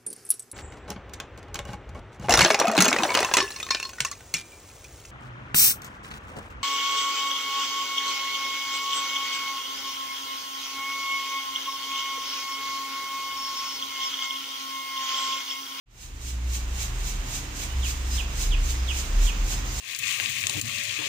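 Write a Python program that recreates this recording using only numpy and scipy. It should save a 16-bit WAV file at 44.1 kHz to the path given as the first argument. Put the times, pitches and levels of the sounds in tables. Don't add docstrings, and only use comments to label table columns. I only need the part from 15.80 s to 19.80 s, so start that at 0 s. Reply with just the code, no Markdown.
import sys
import numpy as np
from scipy import signal
from scipy.fft import rfft, irfft
from scipy.io import wavfile
from scipy.ndimage import uniform_filter1d, minimum_filter1d

SR = 44100
rng = np.random.default_rng(int(sys.argv[2]) if len(sys.argv) > 2 else 0)


def invert_db(x):
    u = np.asarray(x, float) / 20
    return 10 ** u


def to_wav(s):
    ch = np.atleast_2d(s).T
    pcm = np.round(np.clip(ch, -1, 1) * 32767)
    wavfile.write(sys.argv[1], SR, pcm.astype(np.int16))


N = 176400
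T_S = np.arange(N) / SR


def rms_one(x):
    return x / np.sqrt(np.mean(x ** 2) + 1e-20)


def at_hz(points, hz):
    table_hz, table_db = np.array(points)[:, 0], np.array(points)[:, 1]
    return np.interp(np.log(np.maximum(hz, 1)), np.log(table_hz), table_db)


def colour(x, gain_at):
    return irfft(rfft(x) * gain_at(np.fft.rfftfreq(N, 1 / SR)), N)


def drift(rate_hz):
    pole = np.exp(-80 * np.pi * rate_hz / SR)
    noise = rng.standard_normal(N // 40 + 2002)
    slow = signal.lfilter([1], [1, -2 * pole, pole * pole], noise)[2000:]
    return np.interp(np.arange(N) / 40, np.arange(len(slow)), rms_one(slow))


def tone(hz):
    return np.sqrt(2) * np.sin(2 * np.pi * np.cumsum(hz) / SR)


def reflections(t60_s):
    t = np.arange(SR // 2) / SR
    h = rng.standard_normal((2, len(t))) * invert_db(-60 * t / t60_s) * (t > .001)
    return h / np.sqrt(np.sum(h ** 2, axis=1, keepdims=True))


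START_S, FADE_S, BASS_FADE_S, FADE_POWER = 0.058, 0.98, 0.77, 0.8


def fade(length_s):
    return np.clip((T_S - START_S) / length_s, 0, 1) ** FADE_POWER


# frequency in Hz, level in dB per Hz.
FLAME_SPECTRUM = [(25, -6.5), (90, -7), (170, -17), (300, -19), (620, -24), (1000, -20), (1400, -22.5),
                  (2800, -21)]
# frequency in Hz, left-right correlation [-1..1].
FLAME_LIKENESS = [(60, 0.81), (180, 1), (550, 0.38), (1650, -0.18), (4970, 0.23), (15000, -0.36)]
FLAME_DB, FLAME_TOP_HZ, FLAME_FLICKER_DB, STREET_SWELL_DB_PER_S = -41, 3700, 0.5, 1.13


def flame():
    def shape(hz):
        return invert_db(at_hz(FLAME_SPECTRUM, hz)) / (1 + (hz / FLAME_TOP_HZ) ** 4) * (hz > 20)

    def alike(hz):
        return np.clip(at_hz(FLAME_LIKENESS, hz), -.99, .99)

    mid = colour(rng.standard_normal(N), lambda hz: shape(hz) * np.sqrt(1 + alike(hz)))
    side = colour(rng.standard_normal(N), lambda hz: shape(hz) * np.sqrt(1 - alike(hz)))
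    level_db = FLAME_DB + STREET_SWELL_DB_PER_S * T_S + FLAME_FLICKER_DB * drift(3)
    return invert_db(level_db) * rms_one(np.array([mid + side, mid - side]))


# time in seconds, pitch in Hz, level in dB.
LONG_ROOM_MODE = [(0.1, 36.8, -57), (0.34, 36.7, -39), (0.65, 39.7, -52), (0.83, 36.1, -38),
                  (1.03, 39, -35.5), (1.4, 38, -28), (1.46, 39.7, -38), (2.32, 38.45, -36.5),
                  (2.57, 38.7, -31), (2.7, 37.07, -19), (2.83, 36.1, -21.5), (3.0, 35.73, -39.5),
                  (3.25, 35.44, -38), (3.38, 36.37, -16.5), (3.59, 38.15, -25.5), (3.66, 38.26, -20.5),
                  (3.89, 39.86, -33), (4.0, 39.5, -35)]
# time in seconds, pitch in Hz, level in dB.
SHORT_ROOM_MODE = [(0.1, 58.5, -68), (0.24, 61.4, -47.5), (0.5, 64, -32.5), (0.67, 61, -27.5),
                   (1.35, 61.66, -39.5), (1.41, 60.6, -32), (1.57, 64.47, -61), (1.64, 64.6, -34.5),
                   (1.73, 61.35, -46), (1.99, 63.4, -27), (2.18, 65.2, -32.5), (2.35, 62.1, -25.5),
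                   (2.57, 60.24, -38), (3.03, 63.7, -25.5), (3.29, 64.5, -37), (3.4, 61.46, -35),
                   (3.91, 59.6, -37), (4.0, 61.4, -37)]
MODE_ROUGHNESS, MODE_WANDER_HZ = .22, 1.3


def rumble():
    out = 0
    for mode in LONG_ROOM_MODE, SHORT_ROOM_MODE:
        when_s, hz, db = np.transpose(mode)
        strength = invert_db(np.interp(T_S, when_s, db)) * (1 + MODE_ROUGHNESS * drift(6.9))
        pitch_hz = np.interp(T_S, when_s, hz) + MODE_WANDER_HZ * drift(6.3)
        out = out + strength * tone(pitch_hz) / np.maximum(fade(BASS_FADE_S), .05)
    return out


# frequency in Hz, width in Hz, level in dB.
HUM_LINES = [(117.3, 2.24, -46), (198.6, 3.95, -56), (268, 6.8, -58.5), (300, 2.02, -57.5),
             (358.5, 2.93, -62)]


def hum():
    out = 0
    for hz, width_hz, db in HUM_LINES:
        strength = 1 + 0.33 * drift(width_hz)
        out = out + invert_db(db) * rms_one(strength * tone(hz + width_hz / 2 * drift(width_hz)))
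    return out


# time of the peak in seconds, level in dB.
WEIGHT_TIPS = [(0.227, -45.5), (0.484, -39.5), (0.752, -36.5), (1.024, -33.5), (1.288, -35), (1.557, -34),
               (1.823, -34), (2.092, -33), (2.36, -33.5), (2.625, -33), (2.904, -34), (3.179, -33.5),
               (3.258, -49), (3.454, -34.5), (3.727, -34), (3.998, -33.5)]
# frequency in Hz, level in dB per Hz.
PUFF_SPECTRUM = [(1200, -19), (2200, -9.5), (3300, -7), (4700, -6), (6500, -1), (7800, -6.5), (10500, -17),
                 (15300, -12)]
# frequency in Hz, level in dB per Hz.
LEAK_SPECTRUM = [(1500, 1), (3000, -45), (4500, 8), (6500, 11), (7600, 4.5), (10300, -34), (12500, -58),
                 (15300, 7)]
# frequency in Hz, width in Hz, level in dB.
VENT_TONES = [(5200, 96, -22.5), (6320, 13, 12.5), (6510, 33, -27.5), (7300, 28, -3), (7570, 90, -5),
              (8100, 24, 23), (8130, 17, 4)]
VENT_DB = -15.5
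PUFF_RISE_DB_PER_S, PUFF_FALL_DB_PER_S, PUFF_ROUND_S = 130, 184, .02
LEAK_DB, LEAK_RISE_DB_PER_S, SPUTTER_DB, SPUTTER_PER_S = -48, 3.2, 1, 13.3
EARLY_DB, EARLY_T60_S, LATE_DB, KITCHEN_T60_S, WALL_CUT_HZ = 5.5, 0.09, -9, 0.95, 14000
SCATTER_DB, LEFT_LAG_S = 4, .00045


def jet_noise(spectrum):
    def gain(hz):
        vent = 1
        for f, width_hz, db in VENT_TONES:
            vent = vent + invert_db(VENT_DB + db) / (1 + (2 * (hz - f) / width_hz) ** 2)
        return invert_db(at_hz(spectrum, hz)) * vent * (hz > 600)

    return rms_one(colour(rng.standard_normal((4, N)), gain))


def steam():
    opening, fade_gain = 0, fade(FADE_S)
    for peak_s, db in WEIGHT_TIPS:
        slope = np.where(T_S < peak_s, -PUFF_RISE_DB_PER_S, PUFF_FALL_DB_PER_S)
        heard_gain = np.maximum(np.interp(peak_s, T_S, fade_gain), .05)
        opening = opening + invert_db(db - slope * (T_S - peak_s)) / heard_gain
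    opening = uniform_filter1d(opening, int(PUFF_ROUND_S * SR))
    leak_gain = invert_db(LEAK_DB + LEAK_RISE_DB_PER_S * (T_S - 2.5))
    source = opening * jet_noise(PUFF_SPECTRUM) + leak_gain * jet_noise(LEAK_SPECTRUM)
    source = source * invert_db(SPUTTER_DB * drift(SPUTTER_PER_S))

    near = invert_db(EARLY_DB) * reflections(EARLY_T60_S)
    near[0, int(LEFT_LAG_S * SR)] += 1
    near[1, 0] += 1
    wall_loss = signal.butter(1, WALL_CUT_HZ, fs=SR, output="sos")
    late = invert_db(LATE_DB) * signal.sosfilt(wall_loss, reflections(KITCHEN_T60_S))
    heard = signal.fftconvolve(source[:1], near, axes=1)[:, :N]
    heard = heard + signal.fftconvolve(source[1:2], late, axes=1)[:, :N]
    return (heard + invert_db(SCATTER_DB) * source[2:]) / 2


# time of the loud fall in seconds, level in dB, stretch of the fall,
# level of the lead note in dB, how much earlier the lead starts in seconds.
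BIRD_CALLS = [
    (2.032, -41, 1.15, -55.5, .1),
    (2.382, -37, .95, -45, 0.082),
    (2.72, -36.5, 0.96, -48.5, 0.093),
    (3.087, -35.5, 1.06, -50, .11),
    (3.472, -37.5, 1.0, -52, 0.1),
]
# time from the call in seconds, pitch in Hz, level in dB.
FALLING_WHISTLE = [(-.03, 4450, -30), (-.018, 4100, -19), (-.009, 3780, -14), (-.004, 3520, -2),
                   (.008, 2980, 0), (.02, 2700, -4), (.032, 2450, -2), (.04, 2330, -30)]
LEAD_HZ, LEAD_S, LEAD_FLUTTER, LEAD_WANDER_HZ = 5060, .065, .3, 45
FAR_BIRD_S, FAR_BIRD_LENGTH_S, FAR_BIRD_HZ, FAR_BIRD_DB, TRILL_PER_S = 1.84, .12, 2950, -49, 90
BIRD_PAN_DB, BIRD_ROOM_DB, BIRD_T60_S, WINDOW_DB, WINDOW_T60_S = -3, 1, .4, -1, .07


def note_swell(start_s, length_s):
    return np.sin(np.pi * np.clip((T_S - start_s) / length_s, 0, 1)) ** .5


def far_bird():
    note = tone(FAR_BIRD_HZ + LEAD_WANDER_HZ * drift(29.94))
    trill = np.sin(np.pi * TRILL_PER_S * T_S) ** 2
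    return invert_db(FAR_BIRD_DB) * note_swell(FAR_BIRD_S, FAR_BIRD_LENGTH_S) * note * trill


def near_bird():
    when_s, hz, db = np.transpose(FALLING_WHISTLE)
    out = np.zeros(N)
    for call_s, call_db, stretch, lead_db, lead_early_s in BIRD_CALLS:
        at_s = (T_S - call_s) / stretch
        whistle_gain = invert_db(call_db + np.interp(at_s, when_s, db, -200, -200))
        out += whistle_gain * tone(np.interp(at_s, when_s, hz))
        lead_gain = invert_db(lead_db) * note_swell(call_s - lead_early_s, LEAD_S)
        flutter = 1 + LEAD_FLUTTER * drift(61)
        out += lead_gain * flutter * tone(LEAD_HZ + LEAD_WANDER_HZ * drift(42.7))
    return out


def birds():
    dry_birds = far_bird() + near_bird()
    echoes = invert_db(BIRD_ROOM_DB) * reflections(BIRD_T60_S)
    echoes = echoes + invert_db(WINDOW_DB) * reflections(WINDOW_T60_S)
    wet = signal.fftconvolve(dry_birds[None], echoes, axes=1)[:, :N]
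    return dry_birds * invert_db([[BIRD_PAN_DB / 2], [-BIRD_PAN_DB / 2]]) + wet


def scene():
    return flame() + rumble() + hum() + steam() + birds()


# frequency in Hz, threshold in dB.
GATE_THRESHOLD = [(4300, -12), (4900, -4.8), (5600, -6), (6500, -8), (7800, -3.6), (13000, -3.2),
                  (14800, -6)]
GATE_DEPTH_DB = -30


def gate(x):
    hz, _, z = signal.stft(x, SR, nperseg=2048, noverlap=1024)
    power = uniform_filter1d(np.abs(z) ** 2, size=2, axis=2)
    around = uniform_filter1d(power, size=48, axis=1)
    ratio = uniform_filter1d(power, size=6, axis=1) / (around + 1e-24)
    threshold = invert_db(2 * at_hz(GATE_THRESHOLD, hz))[:, None]
    shut = 1 / (1 + (ratio / threshold) ** 30) * (hz > GATE_THRESHOLD[0][0])[:, None]
    shut = -minimum_filter1d(-shut, size=5, axis=1)
    return signal.istft(z * invert_db(GATE_DEPTH_DB * shut), SR, nperseg=2048, noverlap=1024)[1][:, :N]


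def low_pass(x):
    return signal.sosfilt(signal.butter(12, 16230, fs=SR, output="sos"), x)


# frequency in Hz, difference in dB.
PORT_DIFFERENCE = [(900, -0.5), (2300, -6), (3500, -7), (6000, 0), (7600, -8.5), (9500, -7), (12500, -3.5),
                   (15000, -2.5)]
CUTOFF_HZ, BASS_HZ = 15505, 338


def record(dry):
    sign = np.array([[1], [-1]])
    x = colour(dry, lambda hz: invert_db(at_hz(PORT_DIFFERENCE, hz) / 2 * sign) * (hz < CUTOFF_HZ))
    bass = colour(x, lambda hz: 1 / (1 + (hz / BASS_HZ) ** 2))
    mix = bass * fade(BASS_FADE_S) + (x - bass) * fade(FADE_S)
    return low_pass(gate(mix))


dry = scene()
out = record(dry)
to_wav(out)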